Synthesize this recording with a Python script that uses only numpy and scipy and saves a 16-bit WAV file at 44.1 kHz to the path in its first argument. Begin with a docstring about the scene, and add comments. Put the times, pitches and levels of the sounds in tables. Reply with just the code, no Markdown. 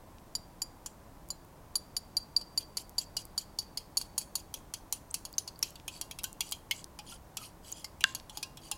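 """A coil whisk stirs raw eggs in a glass bowl on a cloth, heard close up in mono in a quiet kitchen. Each
stroke taps the glass: the wire turns, noise and sine modes, clatter and sing until the egg chokes them. The
deeper the coil, the less it sings and the more it clatters low; now and then the glass rings faintly. Grains of
tick and crackle swish as the coil skids and sweeps, air pockets pop as gliding tones, and films of egg white
snap, and some pockets burst, as short noise bursts, over room rumble, hiss and a faint hum."""
import sys
import numpy as np
from scipy import signal
from scipy.fft import rfft, irfft
from scipy.io import wavfile

SR = 44100
rng = np.random.default_rng(int(sys.argv[2]) if len(sys.argv) > 2 else 0)


def persist_wave(psi):
    """Save psi, clipped to +-1, as 16-bit WAV."""
    counts = np.round(np.clip(psi, -1, 1) * 32767).astype(np.int16)
    wavfile.write(sys.argv[1], SR, np.atleast_2d(counts).T)


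N = 386757
T = np.arange(2 ** 14) / SR  # time within one event (s)
F = np.fft.rfftfreq(len(T), 1 / SR)  # frequencies within one event (Hz)

# Coil meets glass. Each row: start in seconds, strength of the blow in dB,
# main coil ring over the blow in dB, depth of the coil in the egg from 0 to 1.
COIL_TAPS = [(0.3515, -41.5, 6, 0.23), (0.6185, -39.5, 1, 0.12), (0.8605, -45, -4.5, 0.44),
             (1.3034, -43.5, 1, 0.07), (1.7551, -37, 5.5, 0.13), (1.966, -40.5, 6.5, 0.21),
             (2.168, -41.5, 13, 0.15), (2.364, -44, 19, 0.03), (2.412, -59, 9, 0.5),
             (2.5757, -40, 11.0, 0.0), (2.77, -40.5, 5, 0.44), (2.982, -39.0, 9, 0.24),
             (3.167, -41, 7, 0.54), (3.3777, -40, 7.5, 0.3), (3.587, -43.0, 9.5, 0.36),
             (3.773, -44, 8, 0.58), (3.971, -35, 5.5, 0.25), (4.013, -48, 6.5, 0.53),
             (4.179, -33.5, -5.0, 0.35), (4.2137, -57, 6, 0.3), (4.3541, -37.5, 1, 0.39),
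             (4.54, -44, -9, 0.83), (4.738, -42.5, -1, 0.7), (4.925, -36, -10, 0.54),
             (5.142, -37.5, -2, 0.66), (5.2513, -46, 0, 0.5), (5.381, -40.5, -0.5, 0.52),
             (5.476, -50.5, 6.5, 0.5), (5.6269, -38, 0, 0.84), (5.7554, -58.5, 5.5, 0.74),
             (5.8793, -44.5, -5.0, 0.92), (6.0124, -41.5, 0, 0.66), (6.1108, -49, -1.5, 0.85),
             (6.1875, -49, -2, 0.89), (6.2399, -39, -4.0, 0.81), (6.4065, -36.5, 3.5, 1),
             (6.521, -40, 1.5, 0.92), (6.7106, -40.0, -7, 1), (6.9888, -54, 6.5, 0.9),
             (7.3699, -42, 0, 0.84), (7.8438, -48.5, 5.5, 0.58), (8.007, -50, -6.0, 0.99),
             (8.1487, -41, -1, 0.6), (8.2958, -54.5, -3, 0.84), (8.3722, -46, 3.5, 0.68),
             (8.428, -44.5, 4.5, 0.72), (8.5715, -56.5, -5.0, 0.79), (8.714, -38, -4, 0.82)]
# Short resonances of single turns pressed on the glass. Each row: frequency in Hz, level in dB.
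TURN_RESONANCES = [(830, 1), (1020, 1.5), (1350, -17), (2200, -8.5), (2500, -2.5), (2790, -3), (3030, -1.5),
                   (3290, 2.5), (3950, -5), (4260, -0.5), (4620, 5), (5000, 2), (5480, -5.5), (5780, -1.5),
                   (6120, -3.5), (6500, 2.5), (6830, -2.5), (7120, 2), (7700, 3), (8300, -3.5),
                   (9250, -0.5), (9580, 2), (10250, -3.5), (10620, -3), (11600, -3), (12550, -3.5),
                   (13850, -8.5), (14300, -6), (14900, -10)]


def undb(db):
    """Decibels to gain."""
    return 10 ** (np.asarray(db) / 20)


def fade(t60):
    """Exponential decay by 60 dB in t60 seconds."""
    return np.exp(-np.log(1000) * T / max(t60, 1e-4))


def band(x, lo_hz, hi_hz, order=2):
    """Causal band-pass, kept below the top of the sampled range."""
    hi_hz = min(hi_hz, SR * .47)
    edges = [min(lo_hz, hi_hz - 20), hi_hz]
    return signal.sosfilt(signal.butter(order, edges, "band", fs=SR, output="sos"), x)


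def unit(x):
    """Scale an event to rms 1 over its first 25 ms."""
    return x / np.sqrt(np.mean(x[:SR // 40] ** 2) + 1e-18)


def add(track, s, x):
    """Mix an event into a track at time s."""
    i = max(int(s * SR), 0)
    track[i:i + len(x)] += x[:max(N - i, 0)]


def sine(hz):
    """A mode with a chance starting phase."""
    return np.sin(2 * np.pi * (hz * T + rng.random()))


def over_time(s, curve):
    """Read a curve of (seconds, value) rows at time s."""
    return np.interp(s, *np.transpose(curve))


def kitchen(air_db=-54, hum_half_width_hz=3):
    """Steady low room rumble and hiss are shaped noise; narrow noise bands make a slightly wavering hum."""
    # Spectrum of the kitchen air. Each row: frequency in Hz, relative density in dB per Hz.
    air_shape = [(12, -37), (20, 2), (86, -2.5), (127, -5), (163, -4), (255, -11), (328, -10), (367, -14),
                 (434, -13), (698, -12.5), (1000, -12.5), (1260, -20), (1760, -24.5), (2820, -31),
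                 (16000, -33.5)]
    # Faint appliance hum. Each row: frequency in Hz, rms level in dB.
    hum_lines = [(282, -71), (344, -71), (594, -76)]
    hz, db = np.transpose(air_shape)
    f = np.maximum(np.fft.rfftfreq(N, 1 / SR), 1)
    shape = undb(np.interp(np.log(f), np.log(hz), db))
    air = irfft(rfft(rng.standard_normal(N)) * shape, N)
    out = undb(air_db) * air / air.std()
    for hum_hz, hum_db in hum_lines:
        line = band(rng.standard_normal(N), hum_hz - hum_half_width_hz, hum_hz + hum_half_width_hz, order=1)
        out = out + undb(hum_db) * line / line.std()
    return out


def snaps(t60=0.006, spread=1.55, faint_count=4, faint_db=-47, faint_hz=11000):
    """A film of egg white tears, or an air pocket bursts: a burst of band noise that dies in a few ms."""
    # Films snapping, and air pockets bursting at 2.78 s and 8.04 s (the second opens the loud plop). 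Each row:
    # start in seconds, peak in dB, centre in Hz.
    bursts = [(.184, -44.5, 2900), (1.288, -38, 10000), (2.7825, -33, 2780), (2.8946, -36.5, 10500),
              (3.2531, -32, 12500), (5.3284, -33, 11000), (5.5915, -30.5, 11200), (5.706, -34, 10000),
              (5.799, -40, 3300), (6.235, -24.5, 9500), (6.329, -31, 9000), (6.4917, -37, 7000),
              (6.513, -27.5, 11000), (6.843, -24.5, 6860), (7.7186, -27, 10600), (8.0397, -8, 5340),
              (8.1992, -36, 4000)]
    out = np.zeros(N)
    # fainter films snap at chance moments
    faint = [(s, faint_db, faint_hz) for s in rng.random(faint_count) * N / SR]
    for s, db, hz in list(bursts) + faint:
        tear = band(rng.standard_normal(len(T)) * fade(t60), hz / spread, hz * spread)
        add(out, s, undb(db) * tear / np.abs(tear).max())
    return out


def turn_colour(width_hz=125, between_db=-15, size_spread_db=4.5, scatter_hz=75):
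    """Gain over frequency of the turns; each contact favours other resonances."""
    hz, db = np.transpose(TURN_RESONANCES)
    size = undb(db + size_spread_db * rng.standard_normal(len(hz)))
    hz = hz + scatter_hz * rng.standard_normal(len(hz))
    grid = F[::10]
    peaks = 1 / (1 + ((grid[:, None] - hz) / width_hz) ** 2) ** 2
    return np.interp(F, grid, np.sqrt(peaks @ size ** 2 + undb(between_db) ** 2))


def through_turns(noise):
    """Colour the noise of one contact with the resonances of the turns."""
    return irfft(rfft(noise) * turn_colour(), len(T))


def tap_colour(s, blow_db, ring_db, depth):
    """Levels of the five registers, then tone over clatter, in dB: a deep coil clatters low and hardly sings."""
    # Sizzle against upper ring, around its usual value. Each row: time in seconds, level in dB.
    brightness = [(.35, -2.5), (1.3, -6), (1.75, 3), (3.4, -1), (4.3, 2), (5.0, 1), (5.5, -1.5), (6.0, 1),
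                  (6.7, -1), (8.7, 1)]
    # a blow softer than ordinary is duller: its two low registers lose only part of the level
    ordinary_blow_db, soft_dulling = -39.5, 0.4  # dulling in dB per dB
    # levels against an ordinary blow with the coil barely wet
    knock_db, low_clatter_db, upper_ring_db, sizzle_db = -13.5, -26, 0.5, -1.5
    sunk_clatter_db = 27  # low clatter added at full depth
    # tone over clatter: barely wet, change at full depth, and dB per dB of main ring
    dry_tone_db, sunk_tone_db, tone_per_ring = 13.5, -35, 0.37
    body_db = blow_db + soft_dulling * (ordinary_blow_db - blow_db)
    bright_db = over_time(s, brightness)
    return (body_db + knock_db,
            body_db + low_clatter_db + sunk_clatter_db * depth,
            blow_db + ring_db,
            blow_db + upper_ring_db - bright_db / 2,
            blow_db + sizzle_db + bright_db / 2,
            dry_tone_db + sunk_tone_db * depth + tone_per_ring * ring_db)


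def taps(attack_s=0.00049, choke_s=0.0098, upper_choke_s=0.014, free_db=-31, beat_hz=17, scatter_hz=22,
         rattle_db=-26, rattle_t60=0.3, knock_t60=0.019, tick_db=-3.5, tick_t60=0.016, upper_tone_db=2):
    """Blows excite noisy turns and sine modes; the egg chokes the coil, and a faint free ring is left."""
    # Registers of a tap, from knock to sizzle. Each row: low edge in Hz, high edge in Hz.
    registers = [(720, 2070), (2300, 4020), (4080, 5505), (5300, 9140), (8700, 15400)]
    # Coil modes that sing. Each row: frequency in Hz, level in dB, t60 in seconds when swinging free.
    coil_modes = [(2990, 0, .08), (4300, -19, .12), (4560, -13, .15), (4665, 0, .44), (4790, -15, .15),
                  (5510, -11, .12), (6860, -2, .15), (7060, 0, .18), (9630, 0, .2), (10430, -7, .12),
                  (10690, 0, .2), (12660, -4, .15), (14100, -11, .1), (14400, -8, .12)]
    # Egg clinging to the coil lowers its modes. 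Each row: time in seconds, drop in Hz (negative raises).
    egg_load = [(.35, -51.5), (1.75, 41.5), (2.2, -7), (3.2, 5.5), (3.6, 108), (4.4, 209), (5.0, 125)]
    # One lifted wire sings on. Each row: start in seconds, frequency in Hz, level in dB, t60 in seconds.
    wire_rings = [(.619, 4790, -36, .11), (1.304, 4140, -45.5, 0.13), (1.305, 7060, -38, 0.084),
                  (1.756, 10540, -28.5, 0.073), (3.169, 2890, -36.5, .067), (3.972, 9470, -42, .16),
                  (4.179, 9500, -46, 0.23), (4.354, 9470, -53, .18), (4.927, 9535, -35, .1),
                  (5.142, 10750, -44, .15), (5.382, 9760, -44, .17)]
    # clatter dies faster in higher registers: t60 at the reference pitch, power by which it shortens
    clatter_t60, clatter_ref_hz, clatter_damping = 0.044, 4000, 0.66
    out = np.zeros(N)
    onset = 1 - np.exp(-T / attack_s)
    free_tails = [undb(free_db) * fade(t60) for _, _, t60 in coil_modes]
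    for s, blow_db, ring_db, depth in COIL_TAPS:
        knock_db, *levels_db, tone_db = tap_colour(s, blow_db, ring_db, depth)
        drop_hz = over_time(s, egg_load)
        contact = through_turns(rng.standard_normal(len(T)))
        # the bowl, damped by the cloth, answers with a very short knock
        add(out, s, undb(knock_db) * unit(band(contact * fade(knock_t60), *registers[0])))
        # first touch of steel on glass: a broad tick that goes with the sizzle
        touch = band(rng.standard_normal(len(T)) * fade(tick_t60), 5200, 10500)
        add(out, s, undb(levels_db[-1] + tick_db) * unit(touch))
        # nearly equal turns beat against each other as they swing free
        slow_beat = sine(beat_hz * (.5 + rng.random()))
        fast_beat = sine(2 * beat_hz * (.5 + rng.random()))
        beating = 1 + .5 * slow_beat + .5 * fast_beat
        for (lo, hi), db in zip(registers[1:], levels_db):
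            t60 = clatter_t60 * (clatter_ref_hz / lo) ** clatter_damping
            wires = contact * onset * (fade(t60) + undb(rattle_db) * fade(rattle_t60))
            clatter = band(wires, lo, hi, order=3)
            # share of clean tone in the register's power; upper_tone_db is added per octave
            clean = 1 / (1 + undb(-2 * (tone_db + upper_tone_db * np.log2(lo / 4000))))
            # a clean ring is pressed out against the glass, the highest modes last; a wet one just dies away
            hold_s = np.interp(lo, [5300, 8700], [choke_s, upper_choke_s])
            choked = clean * np.exp(-(T / hold_s) ** 2) + (1 - clean) * fade(t60)
            tone = np.zeros(len(T))
            for (hz, mode_db, _), tail in zip(coil_modes, free_tails):
                if lo < hz < hi:
                    mode = sine(hz - drop_hz + scatter_hz * rng.standard_normal())
                    tone += undb(mode_db) * mode * (choked + tail * beating)
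            mix = np.sqrt(1 - clean) * unit(clatter) + np.sqrt(clean) * unit(tone * onset)
            add(out, s, undb(db) * unit(mix))
    for s, hz, db, t60 in wire_rings:
        add(out, s, undb(db) * sine(hz) * onset * fade(t60))
    return out


def swishes(tick_db=-5.5, wet_db=-3.5, spread=2.5, tick_t60=0.016, detune_hz=80, grain_db=4.2,
            ticks_per_s=1040):
    """The turns skid over the glass in tiny ticks, each ringing one resonance, amid fine wet crackle."""
    # How hard the skid is pressed. Each row: time in seconds, skid level against the blow in dB.
    pressure = [(1.97, -30), (2.36, -13), (3.0, -4.5), (3.75, -13.5), (4.55, -11), (5.0, -19.5),
                (8.7, -18.5)]
    # Slow sweeps through the depth of the egg. Each row: middle in seconds, level in dB, centre in Hz.
    egg_sweeps = [(5.67, -51, 5300), (5.956, -49.5, 5100), (6.475, -50, 4700), (6.776, -49.5, 4360),
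                  (7.116, -47, 5600), (7.442, -47.5, 5500), (7.69, -50, 6100), (7.785, -50.5, 5800),
                  (8.087, -49.5, 3900), (8.37, -54, 5700), (8.661, -52, 5500)]
    # after each tap the coil skids on briefly: lag of its middle, half width of its swell, centre
    skid_lag_s, skid_half_s, skid_hz = .032, .017, 6640
    sweep_half_s = .029
    out = np.zeros(N)
    turn_hz, turn_db = np.transpose(TURN_RESONANCES)
    ring = fade(tick_t60)[:SR // 20]
    middle_s = T.mean()
    skids = [(s + skid_lag_s, skid_half_s, blow_db + over_time(s, pressure), skid_hz)
             for s, blow_db, *_ in COIL_TAPS]
    sweeps = [(s, sweep_half_s, db, hz) for s, db, hz in egg_sweeps]
    for s, half_s, db, hz in skids + sweeps:
        ticks = np.zeros(N)
        span_s = 5 * half_s
        for when, which, detune, rarity, phase in rng.random((int(ticks_per_s * span_s), 5)):
            k = int(which * len(turn_hz))
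            pitch = turn_hz[k] + detune_hz * (2 * detune - 1)
            gain = undb(turn_db[k] - 4 * np.log(max(rarity, .03)))  # a few ticks stand out
            tick = gain * ring * np.sin(2 * np.pi * (pitch * T[:len(ring)] + phase))
            add(ticks, middle_s + span_s * (when - .5), tick)
        grain_sizes = undb(grain_db * np.minimum(rng.exponential(size=len(T)), 4))
        crackle = through_turns(rng.standard_normal(len(T)) * grain_sizes)
        swell = np.exp(-((T - middle_s) / half_s) ** 2 / 2)
        for part, part_db in ((ticks[:len(T)], tick_db), (crackle, wet_db)):
            part = band(part * swell, hz / spread, hz * spread)
            same_energy = np.sqrt(np.sum(swell ** 2) / np.sum(part ** 2))  # as the swell itself
            add(out, s - middle_s, undb(db + part_db) * part * same_energy)
    return out


def bubbles(lowest_hz=800):
    """Each air pocket rings as damped tones that glide as it opens; so small a source gives no bass."""
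    # Air pockets opening in the egg. Each row: start in seconds, pitch in Hz, level in dB.
    pockets = [(5.106, 6160, -44), (5.111, 7840, -32), (5.339, 4630, -40), (5.3822, 5980, -14.5),
               (5.486, 4230, -37), (5.559, 4530, -46), (5.628, 5370, -15), (5.881, 2480, -35),
               (6.111, 2290, -46), (6.242, 1500, -41.5), (6.712, 2123, -25.5), (6.7109, 2950, -22),
               (6.991, 830, -42.5), (7.122, 1370, -46.5), (7.385, 1305, -50), (7.415, 1240, -47),
               (7.725, 6500, -25.5), (7.845, 2070, -42), (8.305, 844, -49), (8.373, 840, -44),
               (8.431, 2480, -35), (8.715, 824, -40)]
    # Modes of one large pocket that bursts with a loud plop; its sharp opening burst is among the snaps. Each
    # row: frequency in Hz, level in dB, t60 in seconds, glide in octaves per second, delay in seconds.
    plop_modes = [(1624, -1.5, 0.028, -8, 0.0018), (2870, 1, .012, -12, 0.001),
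                  (3460, -2, 0.012, 0, 0.00025)]
    plop_s, plop_db = 8.0398, -10.5
    # a small pocket fades by 60 dB in a fixed number of cycles; its rise goes with pitch squared
    cycles, rise_oct_per_s, rise_ref_hz = 115, 26, 6000
    out = np.zeros(N)
    small = [(s, hz, db, cycles / hz, rise_oct_per_s * (hz / rise_ref_hz) ** 2) for s, hz, db in pockets]
    large = [(plop_s + delay_s, hz, plop_db + db, t60, glide) for hz, db, t60, glide, delay_s in plop_modes]
    for s, hz, db, t60, glide in small + large:
        pitch = hz * 2 ** np.clip(glide * T, -1, 1)  # at most an octave
        add(out, s, undb(db) * np.cos(2 * np.pi * np.cumsum(pitch) / SR) * fade(t60))
    return band(out, lowest_hz, 14000, order=4)


def bowl():
    """A few blows set the glass modes ringing faintly, damped by the eggs and the cloth."""
    # Blows that set the whole bowl ringing. Each row: start in seconds, level in dB.
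    bowl_blows = [(5.252, -65), (6.015, -56.5), (6.241, -52), (8.043, -43), (8.429, -50.5), (8.713, -51)]
    # Glass modes. Each row: frequency in Hz, level against the blow in dB, t60 in seconds.
    glass_modes = [(1052, -4, .55), (1615, -9, .2), (1660, -11, .15), (2785, -4, .38), (2830, -11, .2),
                   (3935, -11, .3), (5020, -8, .25)]
    out = np.zeros(N)
    for s, db in bowl_blows:
        ringing = sum(undb(mode_db) * sine(hz) * fade(t60) for hz, mode_db, t60 in glass_modes)
        add(out, s, undb(db) * ringing)
    return out


def room(x, wet_db=-27, t60=0.36):
    """A weak, short wash from the kitchen walls: decaying noise after a 6 ms gap."""
    tail = band(rng.standard_normal(len(T)) * fade(t60) * (T > .006), 520, 6600, order=1)
    wash = signal.fftconvolve(x, tail / np.sqrt(np.sum(tail ** 2)))[:N]
    return x + undb(wet_db) * wash


def scene():
    """Everything happens in the bowl, straight ahead: both channels are alike."""
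    close = taps() + bowl() + bubbles() + snaps() + swishes()
    mono = room(close) + kitchen()
    return np.array([mono, mono])


def record(dry, top_hz=16000):
    """A steep low-pass cuts the top."""
    return signal.sosfilt(signal.ellip(10, .2, 70, top_hz, fs=SR, output="sos"), dry)


dry = scene()
out = record(dry)
persist_wave(out)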